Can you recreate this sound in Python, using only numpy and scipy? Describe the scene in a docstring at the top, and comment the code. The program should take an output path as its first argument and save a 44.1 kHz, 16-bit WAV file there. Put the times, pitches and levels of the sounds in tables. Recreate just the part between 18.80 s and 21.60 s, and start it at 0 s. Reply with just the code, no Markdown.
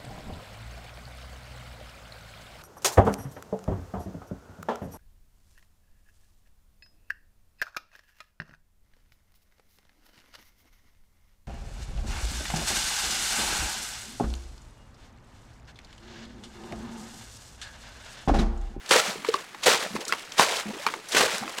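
"""A plastic bucket bails a shallow muddy pool in the open air, about one throw every 0.75 s.
Over faint air and a trickle (shaped noise), fine drops spatter (band noise) and a load smacks down
(short resonances), splashes as noise impacts and bubble tones, then patters out. Before the next throw
the bucket dips with a hollow gulp (a rising sine), gurgles as bubbles climb in pitch, and water sloshes
in while air pockets plop (single bubble tones) and water clops on plastic (damped modes)."""
import sys
import numpy as np
from scipy import signal
from scipy.fft import rfft, irfft, next_fast_len
from scipy.io import wavfile

SR = 44100
rng = np.random.default_rng(int(sys.argv[2]) if len(sys.argv) > 2 else 0)


def dump(signal):
    """Clip the signal to [-1, 1] and save it as 16-bit WAV at the path in sys.argv[1]."""
    limited = np.clip(np.atleast_2d(signal).T, -1, 1)
    pcm = np.round(limited * 32767).astype(np.int16)
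    wavfile.write(sys.argv[1], SR, pcm)


N = 123479
T = np.arange(N) / SR  # s


def from_db(db):
    """Logarithmic level: decibels become an amplitude gain."""
    return 10 ** (np.asarray(db) / 20)


def rms_one(x):
    """Normalisation: scale to unit root mean square."""
    return x / np.sqrt(np.mean(x ** 2) + 1e-20)


def at_hz(points, hz):
    """Interpolation of a spectrum along a logarithmic frequency axis."""
    f, db = np.transpose(points)
    return np.interp(np.log(np.maximum(hz, 1)), np.log(f), db)


def colour(x, spectrum):
    """Minimum-phase filtering: a causal filter of the given spectrum; white input keeps its level."""
    size = 2 * next_fast_len(N // 2 + 8192)
    hz = np.arange(size // 2 + 1) * SR / size
    gain = rms_one(from_db(at_hz(spectrum, hz)))
    # folding the cepstrum onto positive time makes the filter causal
    cepstrum = irfft(np.log(gain))
    cepstrum[1:size // 2] *= 2
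    cepstrum[size // 2 + 1:] = 0
    response = np.exp(rfft(cepstrum))
    return irfft(rfft(x, size) * response)[:N]


def add(out, s, sound):
    """Superposition: mix a sound in at a time in seconds."""
    i = int(np.clip(s * SR, 0, N - 1))
    out[i:i + len(sound)] += sound[:N - i]


def drift(rate):
    """Low-passed noise: a smooth random course with spread 1 and corner rate in Hz."""
    r = np.exp(-2 * np.pi * rate / SR)
    noise = rng.standard_normal(N + SR)
    return rms_one(signal.lfilter([1], [1, -2 * r, r * r], noise)[SR:])  # skip the filter's first second


def swell(s, rise, fall):
    """Exponential growth to 1 at a time, then exponential decay."""
    return np.exp(-np.minimum(np.maximum((s - T) / rise, (T - s) / fall), 50))


def drops(per_s, spread_db, clump_db):
    """Random impulse train: droplet impacts of uneven size that come in clumps; rms 1."""
    sizes = from_db(spread_db * np.minimum(rng.exponential(1, N), 4)) * rng.choice([-1, 1], N)
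    impacts = rng.random(N) < per_s / SR
    return rms_one(sizes * impacts * from_db(clump_db * drift(68)))


BUBBLE_RISE = 0.13  # pitch gains twice this share by t60


def bubble(hz, t60, onset_s):
    """Bubble resonance: a sine that swells, decays and rises in pitch as the bubble nears the surface."""
    t = np.arange(int((t60 + onset_s) * SR)) / SR
    onset = np.sin(np.pi / 2 * np.minimum(t / onset_s, 1)) ** 2
    decay = from_db(-60 * np.maximum(t - onset_s, 0) / t60)
    return onset * decay * np.sin(2 * np.pi * hz * t * (1 + BUBBLE_RISE * t / t60))


# relative height of a bubble's tone against its pitch: (f/Hz, level/dB)
BUBBLE_HEIGHTS = [(350, -6), (460, -10), (700, -2.5), (1400, 3.5), (3000, 5.5), (7000, -0.5), (11000, 2)]
BUBBLE_CYCLES = 15.4  # mean cycles to fall 60 dB
BUBBLE_SPREAD_DB = 2.5  # mean of the random extra height, before its cap


def bubbles(level, count, cycles):
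    """Superposed resonators: a cloud of mostly small bubbles, each as strong as the flow at its birth."""
    out, energy = np.zeros(N), 0
    low, high = BUBBLE_HEIGHTS[0][0], BUBBLE_HEIGHTS[-1][0]
    for when, pitch, size, life, sign in rng.random((count, 5)):
        hz = low * (high / low) ** (pitch ** .7)
        db = at_hz(BUBBLE_HEIGHTS, hz) + BUBBLE_SPREAD_DB * min(-np.log(1 - size), 3)
        tone = bubble(hz, cycles * (.5 + life) / hz, .5 / hz)
        sound = from_db(db) * np.sign(sign - .5) * tone
        energy += sound @ sound
        add(out, when * N / SR, sound * level[int(when * N)])
    return out / np.sqrt(energy / N)


def slaps(events, modes):
    """Modal synthesis: each slap rings the same damped resonances at a pitch of its own."""
    out = np.zeros(N)
    for s, db, hz, *_ in events:
        for k, (ratio, mode_db, t60) in enumerate(modes):
            level = from_db(db + mode_db + rng.normal(0, 1))
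            add(out, s, (-1) ** k * level * bubble(hz * ratio, t60, 1 / hz))
    return out


SPIT_RISE_S = 0.0014  # a spit of spray takes a moment to open
# relative spectral density of a spit of spray: (f/Hz, level/dB per Hz)
SPIT_SPECTRUM = [(60, -48), (250, -16.5), (700, -1.5), (1500, 3.5), (4000, -3.5), (8000, -11.5),
                 (16000, -26)]


def spits(events, t60):
    """Decaying filtered noise: a tiny burst of spray for each event."""
    envelope, t = np.zeros(N), np.arange(SR // 10) / SR
    for s, db, *_ in events:
        add(envelope, s, from_db(db - 60 * t / t60) * np.minimum(t / SPIT_RISE_S, 1))
    return colour(envelope * rng.standard_normal(N), SPIT_SPECTRUM)


AIR_DB = -50.5
# relative spectral density of the outdoor air: (f/Hz, level/dB per Hz)
AIR_SPECTRUM = [(25, 0), (60, -3.5), (200, 7), (600, -1), (1000, 0.5), (1500, 5.5), (3000, -1.5),
                (7000, -10.5), (12000, -16), (16000, -27)]


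def outdoor_air():
    """Stationary broadband noise: the faint open air."""
    return from_db(AIR_DB) * colour(rng.standard_normal(N), AIR_SPECTRUM)


BANK_DB, BANK_T60_S, BANK_BAND_HZ = -27, 0.17, [250, 2200]


def banks(x):
    """Diffuse reflection: dull, short scatter from the mud banks and dry fronds."""
    t = np.arange(SR // 2) / SR
    echoes = rng.standard_normal(len(t)) * from_db(-60 * t / BANK_T60_S) * (t > .005)
    echoes = signal.sosfilt(signal.butter(2, BANK_BAND_HZ, "band", fs=SR, output="sos"), echoes)
    return from_db(BANK_DB) * signal.fftconvolve(x, echoes / np.sqrt(echoes @ echoes))[:N]


TRICKLE_DB, SLOSH_SPRAY_DB, SLOSH_BUBBLES_DB = -54.5, -2.5, -2.5
# swells of flow round the bucket: (peak t/s, level/dB, rise t/s, fall t/s)
SLOSH_SWELLS = [(0.495, -35, 0.04, 0.017), (0.553, -37.5, .02, 0.052), (1.161, -35.5, 0.017, 0.0089),
                (1.214, -40.5, 0.011, 0.016), (1.305, -39, 0.046, 0.094), (1.90, -49, 0.3, 0.043),
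                (2.03, -40.5, 0.08, 0.058), (2.115, -42.5, 0.04, 0.046), (2.69, -41.5, 0.1, 0.41),
                (2.784, -36, 0.004, 0.015)]
# relative spectral density of slosh spray: (f/Hz, level/dB per Hz)
SLOSH_SPECTRUM = [(40, -24), (200, -6), (420, 2), (700, -1), (1200, 1.5), (3000, 0.5), (8000, -5),
                  (11000, -15), (16000, -20)]


def sloshes():
    """Flow-modulated impacts and bubbles: water runs into and off the bucket, over a steady trickle."""
    flow = from_db(TRICKLE_DB)
    for s, db, rise, fall in SLOSH_SWELLS:
        flow = flow + from_db(db) * swell(s, rise, fall)
    spray = colour(flow * drops(per_s=6000, spread_db=1.5, clump_db=3.0), SLOSH_SPECTRUM)
    cloud = bubbles(flow, count=3000, cycles=BUBBLE_CYCLES)
    return from_db(SLOSH_SPRAY_DB) * spray + from_db(SLOSH_BUBBLES_DB) * cloud


GULP_RISE_PER_S = 0.92  # share of the first pitch gained each second
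GULP_WAVER = 0.26  # spread in phase (rad) and as a share of level
# the bucket dips and swallows water: (t/s, length t/s, f/Hz, level/dB)
GULP_NOTES = [(0.279, 0.026, 200, -34), (1.054, 0.027, 195, -43), (1.102, .032, 197, -41.5),
              (1.139, 0.028, 221, -27), (1.853, 0.067, 204, -30.5), (2.533, 0.027, 193, -42),
              (2.605, 0.073, 202.5, -44)]


def gulps():
    """Cavity resonance: air in the dipping bucket gives a low, unsteady note that rises as it fills."""
    out = np.zeros(N)
    for s, length, hz, db in GULP_NOTES:
        t = np.arange(int(length * SR)) / SR
        waver = GULP_WAVER * drift(35)[:len(t)]
        phase = 2 * np.pi * hz * t * (1 + GULP_RISE_PER_S * t / 2) + waver
        add(out, s, from_db(db) * signal.windows.tukey(len(t), .4) * np.sin(phase))
    return out * (1 + GULP_WAVER * drift(57))


GURGLE_T60_S, GURGLE_BUBBLES_PER_S = 0.04, 110
GURGLE_SCATTER = 0.32  # largest deviation of log pitch
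DAUGHTER_DB, DAUGHTER_RATIO = -5.5, 2.59  # level against a mean parent; highest multiple of its pitch
# runs of bubbles as a hollow fills: (t/s, length t/s, first f/Hz, last f/Hz, level/dB)
GURGLE_RUNS = [(0.362, 0.091, 206, 280, -47.5), (0.52, 0.093, 415, 473, -48.5),
               (1.155, 0.035, 240, 270, -40.5), (1.195, 0.038, 392, 477, -42), (1.265, 0.03, 360, 390, -45),
               (1.643, 0.095, 384, 554, -38.5), (1.85, 0.061, 393, 438, -41),
               (1.928, 0.045, 292, 418, -40.5), (2.089, 0.11, 394, 488, -46.5),
               (2.335, 0.084, 202, 302, -39.5), (2.391, 0.081, 397, 573, -30.5),
               (2.605, 0.05, 235, 335, -41.5), (2.645, 0.054, 242, 410, -45.5)]


def gurgles():
    """Bubble resonance in a filling hollow: big uneven bubbles climb in pitch and shed smaller ones."""
    out = np.zeros(N)
    for s, length, first_hz, last_hz, db in GURGLE_RUNS:
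        run = np.zeros(int((length + 2 * GURGLE_T60_S) * SR))
        count = int(length * GURGLE_BUBBLES_PER_S) + 1
        for k, (when, pitch, size, split, late) in enumerate(rng.random((count, 5))):
            share = (k + when) / count
            birth = share * length
            hz = (first_hz + share * (last_hz - first_hz)) * np.exp(GURGLE_SCATTER * (2 * pitch - 1))
            add(run, birth, (.5 + size) * bubble(hz, GURGLE_T60_S, 1 / hz))
            daughter = bubble(hz * DAUGHTER_RATIO ** (.5 + split / 2), GURGLE_T60_S, 1 / hz)
            add(run, birth + late * GURGLE_T60_S / 2, from_db(DAUGHTER_DB) * daughter)
        add(out, s, from_db(db) * run / np.sqrt(run @ run / (length * SR)))
    return out


# large air pockets: (t/s, f/Hz, level/dB, swell t/s, t60 t/s)
AIR_POCKETS = [(0.111, 510, -10, 0.0034, .04), (0.157, 466, -11, 0.0033, 0.052),
               (0.355, 392, -28, 0.0042, 0.023), (0.485, 429, -12, 0.0055, 0.039),
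               (0.499, 445, -32, 0.0053, 0.088), (0.542, 1064, -12.5, 0.0022, 0.032),
               (0.545, 370, -26, 0.0016, 0.055), (0.865, 724, -13.5, 0.0029, 0.055),
               (0.879, 446, -10, 0.005, 0.024), (1.045, 540, -27, .0032, 0.022),
               (1.062, 590, -23.5, 0.0018, 0.011), (1.151, 367, -21.5, 0.0031, 0.017),
               (1.293, 1340, -26, .003, .034), (1.324, 1937, -17.5, 0.00087, 0.025),
               (1.606, 994, -16.5, .003, 0.082), (1.992, 537, -35, 0.011, 0.048),
               (2.069, 920, -17.5, .002, 0.046), (2.345, 430, -17, .004, 0.021),
               (2.432, 488, -19.5, 0.0034, 0.044), (2.622, 752, -29.5, 0.0084, 0.067)]


def plops():
    """Single bubble resonance: large pockets of trapped air ring briefly."""
    out = np.zeros(N)
    for s, hz, db, onset_s, t60 in AIR_POCKETS:
        add(out, s, from_db(db) * bubble(hz, t60, onset_s))
    return out


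HOLLOW_HZ, HOLLOW_DB, HOLLOW_T60_S = 222, -26.5, 0.05  # the air in the bucket answers each clop
CLOP_SPRAY_DB, CLOP_SPRAY_T60_S = -7.5, 0.023
# water clops against the bucket: (t/s, level/dB, f/Hz)
CLOP_HITS = [(0.447, -20, 1104), (0.540, -19, 1394), (0.746, -28.5, 970), (1.157, -30, 1146),
             (1.163, -21, 1014), (1.3235, -11, 1272), (1.334, -18, 1077), (2.0649, -9.5, 1125),
             (2.074, -17.5, 1120), (2.086, -23.5, 1270), (2.138, -20, 1030), (2.635, -27, 1076),
             (2.678, -24.5, 1255)]
# resonances of a clop: (ratio to its f, level/dB, t60 t/s)
CLOP_RESONANCES = [(.35, -19, 0.047), (.82, -10.5, 0.062), (1.0, -2, 0.011), (1.2, -11.5, 0.012),
                   (1.55, -15.5, 0.022), (2.0, -9, 0.025), (2.5, -14.5, 0.019), (3.7, -13.5, 0.019)]


def clops():
    """Impact excitation of modes: water slaps shut against the plastic and spits a little spray."""
    hollow_hits = [(s, db, HOLLOW_HZ) for s, db, _ in CLOP_HITS]
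    hollow = slaps(hollow_hits, [(1, HOLLOW_DB, HOLLOW_T60_S)])
    spray = from_db(CLOP_SPRAY_DB) * spits(CLOP_HITS, CLOP_SPRAY_T60_S)
    return slaps(CLOP_HITS, CLOP_RESONANCES) + hollow + spray


SPATTER_WIDTH = 1.55  # band edges, as a ratio to the centre
# fine drops and flecks of mud: (t/s, level/dB, t60 t/s, centre f/Hz)
SPATTER_BURSTS = [(0.060, -33, 0.03, 4140), (0.091, -28.5, 0.091, 5500), (0.4872, -24.5, 0.021, 3900),
                  (0.5392, -18, 0.022, 3500), (0.833, -22.5, 0.086, 4270), (1.155, -36, 0.034, 5970),
                  (1.207, -32.5, .03, 4170), (1.2508, -29, 0.025, 4840), (1.28, -28, 0.07, 5740),
                  (1.52, -22.5, 0.013, 3720), (1.5805, -21, 0.04, 3800), (2.285, -38, 0.19, 6350),
                  (2.319, -25, 0.084, 4600), (2.581, -23.5, 0.015, 5840)]


def spatters():
    """Band-limited grainy noise: fine drops land together, each handful with its brightness and length."""
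    out, t = np.zeros(N), np.arange(SR // 8) / SR
    for s, db, t60, hz in SPATTER_BURSTS:
        edges = [hz / SPATTER_WIDTH, hz * SPATTER_WIDTH]
        band = signal.butter(2, edges, "band", fs=SR, output="sos")
        grains = rms_one(signal.sosfilt(band, rng.laplace(size=len(t))))
        add(out, s, grains * from_db(db - 60 * t / t60) * np.minimum(t / SPIT_RISE_S, 1))
    return out


BURST_T60_S = 0.056
# a slab of water smacks down and bursts: (t/s, level/dB, f/Hz, burst level/dB)
SLAB_HITS = [(0.1105, -5.5, 3020, -17.5), (0.117, -20, 1270, -19.5), (0.1382, -12, 1480, -32),
             (0.1612, -16.5, 1210, -23), (0.8803, -13, 1880, -16.5), (0.9156, -16, 1000, -20),
             (0.944, -18.5, 715, -21), (1.026, -23, 1310, -28), (1.5958, 0.5, 946, -23),
             (1.626, -13.5, 1470, -20), (2.3469, -22, 1630, -18.5), (2.3675, -13.5, 1270, -15),
             (2.4078, -10.5, 860, -15), (2.428, -17, 1800, -32), (2.4576, -17, 1400, -32)]
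# resonances of a smack: (ratio to its f, level/dB, t60 t/s)
SMACK_RESONANCES = [(.2, -15, 0.024), (.5, -12, 0.0011), (1.0, 0, 0.0045), (2.9, -8, 0.0033),
                    (6.5, -9, 0.00069)]


def smacks():
    """Impact excitation and noise burst: slabs of water hit the pool with a hard smack and dark spray."""
    bursts = [(s, burst_db) for s, _, _, burst_db in SLAB_HITS]
    return slaps(SLAB_HITS, SMACK_RESONANCES) + spits(bursts, BURST_T60_S)


SPRAY_DB, SPLASH_BUBBLES_DB = 0.53, -0.73
HEAVY_DB, FULL_FLOW_DB, HEAVY_FOLLOWS = -26.5, -23, 1.72  # level at full flow; power of flow it follows
PATTER_DB, PATTER_TOP_DB = -7, -28  # a patter of bubbles follows the flow up to the top level
DRAIN_DB_PER_S = 155  # slope of the flow before and after each curve
# water landing in the pool, one curve per throw: (t/s, level/dB)
THROW_CURVES = [
    [(0.07, -51), (0.086, -46), (0.092, -41), (0.104, -36), (0.11, -19.5), (0.152, -24), (0.2, -24.5),
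     (0.215, -33.5), (0.292, -33), (0.41, -51.5)],
    [(0.818, -52), (0.832, -37), (0.854, -36), (0.864, -20), (0.932, -26), (1.004, -35), (1.04, -36),
     (1.12, -47)],
    [(1.56, -49), (1.577, -35), (1.594, -21), (1.63, -23.5), (1.66, -31.5), (1.756, -32), (1.804, -35.5),
     (1.85, -51)],
    [(2.29, -49), (2.335, -32.5), (2.378, -22), (2.42, -27), (2.462, -28.5), (2.47, -34), (2.544, -33),
     (2.58, -36.5), (2.62, -44.5)],
]
# relative spectral density of spray: (f/Hz, level/dB per Hz)
SPRAY_SPECTRUM = [(30, -29), (120, -26.5), (300, -14.5), (480, 5), (1000, -2), (2000, -2), (4000, 0),
                  (8000, -5), (11000, -16), (16000, -22.5)]
# relative spectral density of the heavy body: (f/Hz, level/dB per Hz)
HEAVY_SPECTRUM = [(30, -43), (90, -14.5), (200, -4), (300, -10.5), (470, 6.5), (800, -1.5), (2000, -4),
                  (8000, -35), (16000, -34)]


def splashes():
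    """Flow-modulated impacts and bubbles: thrown water lands as spray, heavy body and a level-capped bubble
    patter."""
    flow = np.zeros(N)
    for throw in THROW_CURVES:
        s, db = np.transpose(throw)
        outside_s = np.abs(T - np.clip(T, s[0], s[-1]))
        flow += from_db(np.interp(T, s, db) - DRAIN_DB_PER_S * outside_s)
    spray = colour(flow * drops(per_s=9000, spread_db=3.5, clump_db=1.5), SPRAY_SPECTRUM)
    heavy_flow = (flow / from_db(FULL_FLOW_DB)) ** HEAVY_FOLLOWS
    heavy = colour(heavy_flow * drops(per_s=4300, spread_db=4.0, clump_db=0.5), HEAVY_SPECTRUM)
    cloud = bubbles(flow, count=7000, cycles=BUBBLE_CYCLES)
    patter = bubbles(np.minimum(flow, from_db(PATTER_TOP_DB)), count=700, cycles=12)
    noise = from_db(SPRAY_DB) * spray + from_db(HEAVY_DB) * heavy
    return noise + from_db(SPLASH_BUBBLES_DB) * cloud + from_db(PATTER_DB) * patter


def scene():
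    """Superposition: all the water, its scatter and the faint outdoor air."""
    bucket = sloshes() + gulps() + gurgles() + plops() + clops()
    water = bucket + spatters() + smacks() + splashes()
    return (outdoor_air() + banks(water) + water)[None]


CUTOFF_HZ = 16000


def record(dry):
    """Clipping and low-pass filtering: peaks are limited to full scale, then the top is cut."""
    low_pass = signal.ellip(12, .1, 75, CUTOFF_HZ, fs=SR, output="sos")
    return signal.sosfilt(low_pass, np.clip(dry, -1, 1))


dry = scene()
out = record(dry)
dump(out)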